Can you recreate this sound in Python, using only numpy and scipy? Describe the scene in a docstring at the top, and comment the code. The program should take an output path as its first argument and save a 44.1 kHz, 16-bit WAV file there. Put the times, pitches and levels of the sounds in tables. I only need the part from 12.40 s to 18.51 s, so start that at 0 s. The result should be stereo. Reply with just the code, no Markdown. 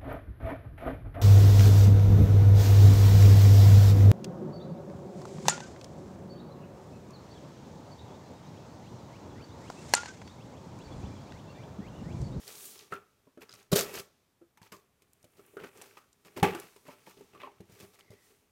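"""Cardboard box slit open, close up

A phone's two spaced microphones sit close to hands on a cardboard box while scissors slit its packing tape.
Knocks ring the modes and panels of the hollow box; rubbing and tearing are grains of noise that also drive it.
Tape and blade tick as short snaps, some with a brief ring of the blade; a dragging finger squeaks faintly.
A small furnished room answers with a noise tail, over the faint hiss of the microphones.
"""
import sys
import numpy as np
from scipy import signal
from scipy.fft import rfft, irfft
from scipy.io import wavfile

SR = 44100
rng = np.random.default_rng(int(sys.argv[2]) if len(sys.argv) > 2 else 0)


def store_wav(level_fs):
    """Save 16-bit WAV to argv[1]."""
    pcm = np.round(np.clip(np.atleast_2d(level_fs), -1, 1) * 32767)
    wavfile.write(sys.argv[1], SR, pcm.T.astype(np.int16))


N = 269451

# Hiss of the microphones. Each row: frequency in Hz, relative density in dB per Hz.
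HISS_COLOUR = [(15, -12), (25, -9.5), (87, 2.5), (273, -2.5), (445, -7), (568, -8.5), (634, -7.5),
               (878, -10.5), (5420, -20.5), (15200, -21.5), (16500, -77.5)]
# Response of the microphones. Each row: frequency in Hz, gain in dB.
MIC_RESPONSE = [(25, -22.5), (50, -12.5), (80, -5.5), (120, -2), (11000, -1.5), (13500, 1.5), (16000, 0.5)]
# Where on the box the hands work. Each row: time in seconds, left minus right level in dB.
HANDS = [(0, 0), (.45, 0), (.6, 0), (1.3, 1.5), (3, 2), (3.9, 0), (4.03, 2), (4.4, 1), (4.8, 3.5),
         (6.11, 2)]
# Modes of the hollow box. Each row: frequency in Hz, relative level in dB, decay to -60 dB in seconds.
BOX_MODES = [(87, -24.5, 0.37), (112.2, -15, 0.068), (163.5, -0.5, 0.062), (191.6, -4.5, 0.072),
             (266.3, -3.5, .12), (341, -2, 0.097), (403.5, 3, 0.11), (431.3, 4, 0.058), (511, 0, 0.078),
             (590, 2, 0.073), (696, -7, 0.092), (870, -11.5, 0.049), (894, -11.5, 0.014),
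             (1058, -13, 0.047), (1170, -5, 0.066), (1319, -6, 0.06), (1546, -13.5, 0.023),
             (1910, -7.5, 0.039), (2270, -6, 0.035), (2554, -6.5, 0.037), (2665, -12, 0.035)]
# Where the parts of a blow lie: thud, drum from, drum to, wall, flap. Each entry: frequency in Hz.
PARTS_HZ = [140, 260, 600, 1200, 2400]
# Card panels, too dense in modes to ring singly. Each row: frequency in Hz, relative density in dB per Hz.
CARD_COLOUR = [(500, -11.5), (800, -3.5), (1150, -3), (1600, -3.5), (2500, -2), (3000, -5.5), (3400, -9.5),
               (5000, -21.5), (9000, -30.5)]
# Faint squeaks of a dragging finger.
# Each row: start in seconds, length in seconds, start pitch in Hz, end pitch in Hz, relative level in dB.
SQUEAKS = [(3.5, 0.063, 1500, 1500, -69), (5.602, .29, 2150, 1860, -64.5), (3.585, 0.11, 1700, 1100, -71)]
# Hands sliding over the card.
# Each row: time in seconds, dull hiss in dB, bright hiss in dB, box drive in dB (relative levels).
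RUB = [(0, -57, -59, -61), (.262, -53, -44.5, -63), (.43, -57.5, -63, -61.5), (.53, -75, -77, -78),
       (.95, -82, -89, -82.5), (1.19, -64.5, -64.5, -63.5), (1.3, -80, -87, -78.5),
       (1.49, -53.5, -53.5, -48), (1.605, -58, -53.5, -58), (1.699, -71, -87, -76.5),
       (2.1, -94, -102.5, -97), (3.1, -78.5, -67.5, -68.5), (3.28, -84, -70, -73),
       (3.382, -66, -64.5, -62.5), (3.75, -80.5, -82, -84), (4.1, -68.5, -59.5, -55.5),
       (4.3, -66, -66, -76), (4.499, -74, -71, -68.5), (4.7, -66.5, -69.5, -70), (5.2, -76.5, -82.5, -73.5),
       (5.45, -70, -64.5, -69.5), (5.7, -73, -82.5, -75.5), (5.864, -68.5, -66, -71),
       (6.11, -84.5, -84, -82)]
# Skin on card, dull part. Each row: frequency in Hz, relative density in dB per Hz.
DULL_COLOUR = [(2000, -20), (3200, 0), (6000, 0), (8000, -10), (12000, -25)]
# Skin on card, bright part. Each row: frequency in Hz, relative density in dB per Hz.
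BRIGHT_COLOUR = [(4500, -22), (6500, 1.5), (9000, 8), (12000, 5), (16000, 0)]
# Short rips and scrapes. Each row: start in seconds, relative hiss level in dB, drum drive in dB above the hiss,
# wall drive in dB above the hiss, hold in seconds, fade to -60 dB in seconds.
RIPS = [(0.068, -47.5, -35, -8.5, .011, 0.48), (0.501, -61.5, 9, 9, 0.047, 0.18),
        (1.004, -56.5, 2, 3.5, 0.024, 0.09), (1.315, -28, 1, -22, 0.013, 0.15),
        (1.35, -24, -11, -11.5, 0.034, 0.19), (1.524, -40.5, -7.5, -6, 0.061, 0.057),
        (2.219, -61, -15, -1, 0.033, 0.16), (2.318, -52, -2.5, -5, 0.006, 0.28),
        (2.962, -64.5, -1, -17, .032, 0.14), (3.184, -64.5, 16.5, 11.5, 0.049, 0.068),
        (3.225, -60.5, -4, 3, 0.051, .043), (3.345, -66, 3, -2, 0.041, 0.072),
        (3.42, -57, -14, -7, .02, 0.63), (3.567, -58.5, -15, 5.5, 0.0087, 0.079),
        (3.844, -59, -2, 0, 0.022, .16), (3.956, -52.5, 7.5, -1.5, 0.036, 0.088),
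        (4.036, -40, 16, 14.5, 0.0056, 0.26), (4.142, -54, -7, -0.5, 0.072, 0.25),
        (4.45, -58.5, -9, 1.5, 0.066, 0.075), (4.651, -58, -16, -3.5, 0.049, 0.11),
        (4.763, -67, 8, -6, 0.024, 0.29), (4.92, -72.5, 12, 8.5, 0.045, 0.17),
        (4.99, -69.5, 7.5, 19.5, 0.05, 0.15), (5.29, -61, -8.5, -11, 0.09, 0.09),
        (5.392, -55.5, 1.5, -3.5, 0.038, .11), (5.53, -61.5, -16, -8, .017, 0.1),
        (5.587, -59, -10, -1, 0.0059, 0.11), (5.634, -81, 14, -11, 0.016, .069),
        (5.709, -62, 5, -6, 0.024, .08), (5.893, -68, 3, -10, 0.012, 0.077)]
# Tearing tape. Each row: frequency in Hz, relative density in dB per Hz.
TAPE_COLOUR = [(410, -2), (700, -8.5), (1010, -30), (1240, -12.5), (1960, -16), (4950, -10), (11500, -17.5),
               (13500, -15.5), (15900, -24), (16500, -33)]
# Ticks of tape and blade. Each row: start in seconds, relative level in dB, centre in Hz.
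TICKS = [(0.078, -33.5, 6100), (0.1243, -38.5, 6560), (0.154, -37.5, 7280), (0.2542, -34, 9800),
         (0.378, -46, 5200), (0.391, -39, 5290), (0.4086, -43, 3660), (1.093, -42.5, 4945),
         (1.108, -47, 4900), (1.1165, -42, 4850), (1.126, -39.5, 4780), (1.1377, -41, 5760),
         (1.151, -43, 6150), (1.1586, -47, 4090), (1.198, -49.5, 5270), (1.206, -58, 4750),
         (1.228, -50.5, 6200), (1.3291, -21.5, 5000), (1.418, -29, 5470), (1.5474, -41, 6560),
         (1.5678, -38, 3870), (2.2291, -47, 4250), (2.2736, -54, 4040), (2.7323, -49, 8800),
         (2.828, -52, 7800), (2.921, -58, 10000), (3.063, -50.5, 12200), (3.158, -61, 11000),
         (3.373, -40.5, 8000), (3.4196, -37.5, 7900), (3.729, -50.5, 6400), (3.9984, -36, 3250),
         (4.1984, -32, 8900), (4.7757, -54, 3570), (5.6074, -44.5, 3400)]
# Modes of the blade. Each row: nominal frequency in Hz, relative level in dB, nominal decay to -60 dB in seconds.
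BLADE_MODES = [(4960, -2, .035), (3880, -12, .025), (6890, -12, .02)]
# Knocks on the box. Each row: start in seconds, relative drum level in dB, then thud, wall and crack
# in dB above the drum, and the pitch of the struck panel in Hz.
KNOCKS = [(0.243, -44, -16, -6.5, -3, 1610), (0.522, -29.5, 4, 8.5, -13.5, 1362),
          (0.536, -39.5, -20, -1, -3.5, 1230), (0.868, -47.5, 7.5, -8, -24, 1030),
          (0.974, -37.5, -20, -10.5, -21.5, 1360), (1.092, -52, 1, 10, -1, 1410),
          (1.137, -49.5, 15, 6, 5, 1253), (1.325, -18.5, 2.5, -2.5, -13, 1230),
          (1.33, -18.5, 12.5, -18, -3.5, 1334), (2.013, -45, 2.5, -10, -28, 1310),
          (2.173, -61, -1, 15, 9, 903), (2.216, -54.5, 18, 10.5, 5.5, 910),
          (2.321, -51, 10, 17.5, 12.5, 1060), (2.341, -52.5, 15.5, 6.5, -19.5, 1150),
          (2.62, -65, 5.5, 2, 15, 1115), (2.842, -50, 15, -11.5, 3.5, 1370),
          (2.993, -48.5, -9, -2, -9, 1280), (3.135, -44, -10, -21, -30, 877),
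          (3.168, -32, 0, 0, -18.5, 1420), (3.236, -30, -9, -5, -22, 1373), (3.348, -56, -5, 2, -13, 930),
          (3.414, -47, -20.5, 6, 7.5, 826), (3.572, -54, -26, 13, -10, 1200),
          (3.858, -52, 11, -1, -0.5, 1370), (3.973, -32.5, -10, 5, -3.5, 850),
          (4.028, -8, 6.5, 2, -12.5, 800), (4.148, -31.5, -25, 7, -3, 1425), (4.362, -53, 1, 4.5, 4.5, 925),
          (4.453, -50.5, -5, 0, -5, 1060), (4.483, -36.5, 4.5, -0.5, -22.5, 950),
          (4.671, -43, 5, 5, -16, 924), (4.808, -38.5, 0.5, -14, -17.5, 870),
          (4.948, -50, -25, 9, -6, 1170), (5.03, -37, -26, 8.5, -49, 1060),
          (5.069, -40.5, -27, 7, -26, 890), (5.116, -55, -29, -2, -7, 1170),
          (5.204, -43.5, 21.5, -6.5, -8.5, 840), (5.296, -53.5, 22, -1, -3, 870),
          (5.325, -53, 16, -10, -14, 875), (5.402, -50, -9, -14, 0, 1230), (5.43, -57, 23, -5, 0, 1314),
          (5.704, -49.5, 16.5, -25, -0.5, 1314)]
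# The softer the contact, the weaker its crack. Each row: crack in dB above the drum, push in milliseconds.
CONTACT = [(-34, 7.6), (-21.5, 2.2), (0.5, 1.2)]
# The heavier the thud, the deeper the ring. Each row: thud in dB above the drum, ring in Hz, its lift in dB.
DEEPEST = [(-0.5, 345, 7), (6, 299, 8.5), (10.5, 187, 7.5), (16, 112, 15.5)]

HISS_DB, TOP_HZ = -71, 16000  # rms of the hiss before the phone's cut; edge of that cut
LEFT_LAG_MS = 0.21
ROOM_T60_S, ROOM_TREBLE_T60_S, ROOM_DB = 0.36, 0.24, -16.5
LARGEST = 4  # no grain beyond this many scatters above the smallest
RISE_PER_HOLD = 0.27  # rise of a rip as a share of its hold
RUB_THUD_DB, RUB_WALL_DB = -8.5, 2  # above the box drive of the slide
BLADE_DB, BLADE_REACH = 3, 0.052  # above the tick's table level; how near in pitch, as a share of the blade's
CRUNCH_DB, FLAP_DB = -6, -3  # above the drum; above the mean of wall and crack
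PANEL_DB, PANEL_WIDTH, PANEL_T60_S = -9.5, 0.076, 0.14  # above the wall; half-width as a share of its pitch


def undb(db):
    """dB to gain."""
    return 10 ** (np.asarray(db) / 20)


def unit(x):
    """Scale to rms 1."""
    return x / np.sqrt(np.mean(x ** 2))


def colour(x, points):
    """Shape by (Hz, dB) points joined on a log frequency axis."""
    hz, db = np.transpose(points)
    f = np.maximum(np.fft.rfftfreq(x.shape[-1], 1 / SR), 1)
    gain = undb(np.interp(np.log(f), np.log(hz), db))
    return irfft(rfft(x) * gain, x.shape[-1])


def band(x, lo_hz, hi_hz):
    """Butterworth band-pass, its upper edge kept below the Nyquist frequency."""
    sos = signal.butter(2, [lo_hz, min(hi_hz, .45 * SR)], "band", fs=SR, output="sos")
    return signal.sosfilt(sos, x)


def ring(modes, gains, seconds):
    """Sum of decaying sine modes after one blow."""
    t = np.arange(int(seconds * SR)) / SR
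    hz, db, t60 = np.transpose(modes)[:, :, None]
    decay = np.exp(-np.log(1000) * t / t60)
    return gains @ (undb(db) * np.sin(2 * np.pi * hz * t) * decay)


def side(s):
    """Left minus right dB of a sound made at time s, from where the hands are."""
    return np.interp(s, *np.transpose(HANDS))


def add(out, s, x, pan_db):
    """Mix a sound in at time s; it reaches the left microphone a little late."""
    x = np.broadcast_to(x, (2, x.shape[-1])) * undb([[pan_db / 2], [-pan_db / 2]])
    for ch, late in enumerate((LEFT_LAG_MS / 1000, 0)):
        i = int((s + late) * SR)
        out[ch, i:i + x.shape[1]] += x[ch, :N - i]


def crackle(scatter_db, grain):
    """Dense noise grains of long-tailed sizes, shared in time but not in shape by both microphones."""
    scatters = np.minimum(rng.exponential(size=N // grain + 1), LARGEST)
    size = np.repeat(undb(scatter_db * scatters), grain)[:N]  # grain is in samples
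    return unit(rng.standard_normal((2, N)) * size)


def snap(lo_hz, hi_hz, t60):
    """A few milliseconds of band-limited noise crack, peak 1."""
    t = np.arange(int(0.024 * SR)) / SR
    envelope = np.minimum(t / 0.00053, 1) * np.exp(-np.log(1000) * t / t60)
    x = band(rng.standard_normal((2, len(t))) * envelope, lo_hz, hi_hz)
    return x / np.max(np.abs(x))


def microphone_hiss():
    """Steady coloured noise, independent in the two microphones."""
    return undb(HISS_DB) * unit(colour(rng.standard_normal((2, N)), HISS_COLOUR))


def room(x):
    """Add a decaying noise tail for each microphone; the treble dies sooner."""
    t = np.arange(int(.7 * SR)) / SR
    noise = rng.standard_normal((2, len(t))) * np.clip((t - .002) / 0.012, 0, 1)
    tail = band(noise, 60, 2200) * undb(-60 * t / ROOM_T60_S)
    tail += band(noise, 2900, 27000) * undb(-60 * t / ROOM_TREBLE_T60_S)
    tail = tail / np.sqrt(np.sum(tail ** 2) / 2)
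    return x + undb(ROOM_DB) * signal.fftconvolve(x, tail, axes=1)[:, :N]


def squeaks():
    """Narrow, rough stick-slip whistles whose pitch holds or sinks."""
    out = np.zeros((2, N))
    for s, length, start_hz, end_hz, db in SQUEAKS:
        u = np.arange(int(length * SR)) / (length * SR)
        rough = unit(band(rng.standard_normal((2, len(u))), 6, 110))
        pitch_hz = start_hz + (end_hz - start_hz) * u
        whistle = rough * np.sin(2 * np.pi * np.cumsum(pitch_hz) / SR)
        add(out, s, undb(db) * np.sin(np.pi * u) ** .5 * whistle, 3.0)
    return out


def friction():
    """Slides and rips: crackle heard directly as hiss, and driving the box modes and panels."""
    t = np.arange(N) / SR
    s, *columns = np.transpose(RUB)
    pan = np.outer([.5, -.5], side(t))
    dull, bright, drum = (undb(np.interp(t, s, c) + pan) for c in columns)
    thud, wall = drum * undb(RUB_THUD_DB), drum * undb(RUB_WALL_DB)

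    rip = np.zeros((2, N))
    u = np.arange(int(.6 * SR)) / SR
    for s, db, drum_up, wall_up, hold, fade in RIPS:
        rise = RISE_PER_HOLD * hold
        shape = np.clip(u / rise, 0, 1) ** 2 * undb(-60 * np.maximum(u - rise - hold, 0) / fade)
        for line, up in ((rip, 0), (drum, drum_up), (thud, drum_up - 9.0), (wall, wall_up)):
            add(line, s, undb(db + up) * shape, side(s))
    out = rip * unit(colour(crackle(3.2, grain=40), [(300, -43.0)] + TAPE_COLOUR))

    box_hz = np.transpose(BOX_MODES)[0]
    part = np.digitize(box_hz, [240, 800])  # thud, drum, wall modes
    # a light touch stirs mostly the air in the box and its rocking on the table
    rubbed = 1 + sum(2.5 * np.exp(-(np.log(box_hz / hz) / .12) ** 2) for hz in (110, 415))
    for k, (drive, share) in enumerate(((thud, 1), (drum, 1), (wall, .6))):
        response = ring(BOX_MODES, rubbed * (part == k), .2)[None]
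        response = response / np.sqrt(np.sum(response ** 2))
        force = crackle(1.8, grain=300)
        force = force if k == 2 else force[:1]  # long waves reach both microphones alike
        out += share * signal.fftconvolve(drive * force, response, axes=1)[:, :N]
    out += 0.93 * wall * unit(colour(crackle(3.1, grain=180), CARD_COLOUR))

    grains = crackle(0.7, grain=80)
    out += dull * unit(colour(grains, DULL_COLOUR))
    return out + bright * unit(colour(grains[::-1], BRIGHT_COLOUR))


def ticks():
    """Glue letting go: a snap around its centre; one near the blade's pitch sets it ringing briefly."""
    out = np.zeros((2, N))
    for s, db, hz in TICKS:
        add(out, s, undb(db + 4.0) * snap(hz / 1.6, hz * 1.4, 0.019), side(s))
        # the grip detunes and damps the blade
        held = np.array(BLADE_MODES) * [1 + .035 * rng.standard_normal(), 1, rng.uniform(.4, .9)]
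        near = np.exp(-(np.log(hz / BLADE_MODES[0][0]) / BLADE_REACH) ** 2)
        blade = ring(held, rng.standard_normal((2, len(BLADE_MODES))), .05)
        add(out, s, undb(db + BLADE_DB) * near * blade, side(s))
    return out


def knocks():
    """A blow rings the box, most near the panel's pitch; the card crunches and a crack marks the contact."""
    out = np.zeros((2, N))
    log_hz = np.log(np.transpose(BOX_MODES)[0])
    t = np.arange(int(.25 * SR)) / SR
    thud_steps, deep_steps, lift_steps = np.transpose(DEEPEST)
    for s, db, thud, wall, crack, panel_hz in KNOCKS:
        flap, pan = (wall + crack) / 2 + FLAP_DB, side(s)
        deep_hz = np.interp(thud, thud_steps, deep_steps)
        lift = np.interp(thud, thud_steps, lift_steps)
        push_ms = np.interp(crack, *np.transpose(CONTACT))
        push = np.minimum(t / (push_ms / 1000), 1)

        # the spot struck favours some modes, in dB
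        place = 4.8 * rng.standard_normal(len(BOX_MODES))
        place += 17.6 * np.exp(-((log_hz - np.log(panel_hz)) / 0.063) ** 2)
        place += lift * np.exp(-((log_hz - np.log(deep_hz)) / .15) ** 2)
        parts = np.interp(log_hz, np.log(PARTS_HZ), [thud - 4.0, 0, 0, wall - 8.0, flap - 3.0])
        gains = undb(db - 11.5 + place + parts)
        # short wavelengths leave the panels differently toward each microphone
        turn = np.where(log_hz > np.log(800), rng.choice([-1, 1], len(BOX_MODES)), 1)
        add(out, s, ring(BOX_MODES, np.array([gains, gains * turn]), .25) * push, pan)

        card = unit(colour(rng.standard_normal((2, len(t))), CARD_COLOUR))
        panels = colour(card, [(panel_hz / 1.3, wall - 8.0), (panel_hz, wall + 1.4),
                               (panel_hz * 1.26, wall - 5.0), (PARTS_HZ[-1], flap)])
        fade = undb(-60 * t / 0.095) + 2.0 * undb(-60 * t / 0.0086)
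        add(out, s, undb(db + CRUNCH_DB) * panels * fade * push, pan)

        # the struck panel sings on as a narrow band of noise
        noise = rng.standard_normal((2, len(t)))
        sing = unit(band(noise, panel_hz * (1 - PANEL_WIDTH), panel_hz * (1 + PANEL_WIDTH)))
        add(out, s, undb(db + wall + PANEL_DB - 60 * t / PANEL_T60_S) * sing * push, pan)

        # the crack comes halfway through the push
        add(out, s + push_ms / 2000, undb(db + crack + 3.0) * snap(2500, 11000, 0.042), pan)
    return out


def scene():
    """The box in its room, coloured by the microphones, over their own hiss."""
    hiss = microphone_hiss()
    box = knocks() + ticks() + friction() + squeaks()
    return colour(room(box), MIC_RESPONSE) + hiss


def record(dry):
    """The phone cuts the top steeply with an elliptic low-pass."""
    return signal.sosfilt(signal.ellip(10, .2, 70, TOP_HZ, fs=SR, output="sos"), dry)


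dry = scene()
out = record(dry)
store_wav(out)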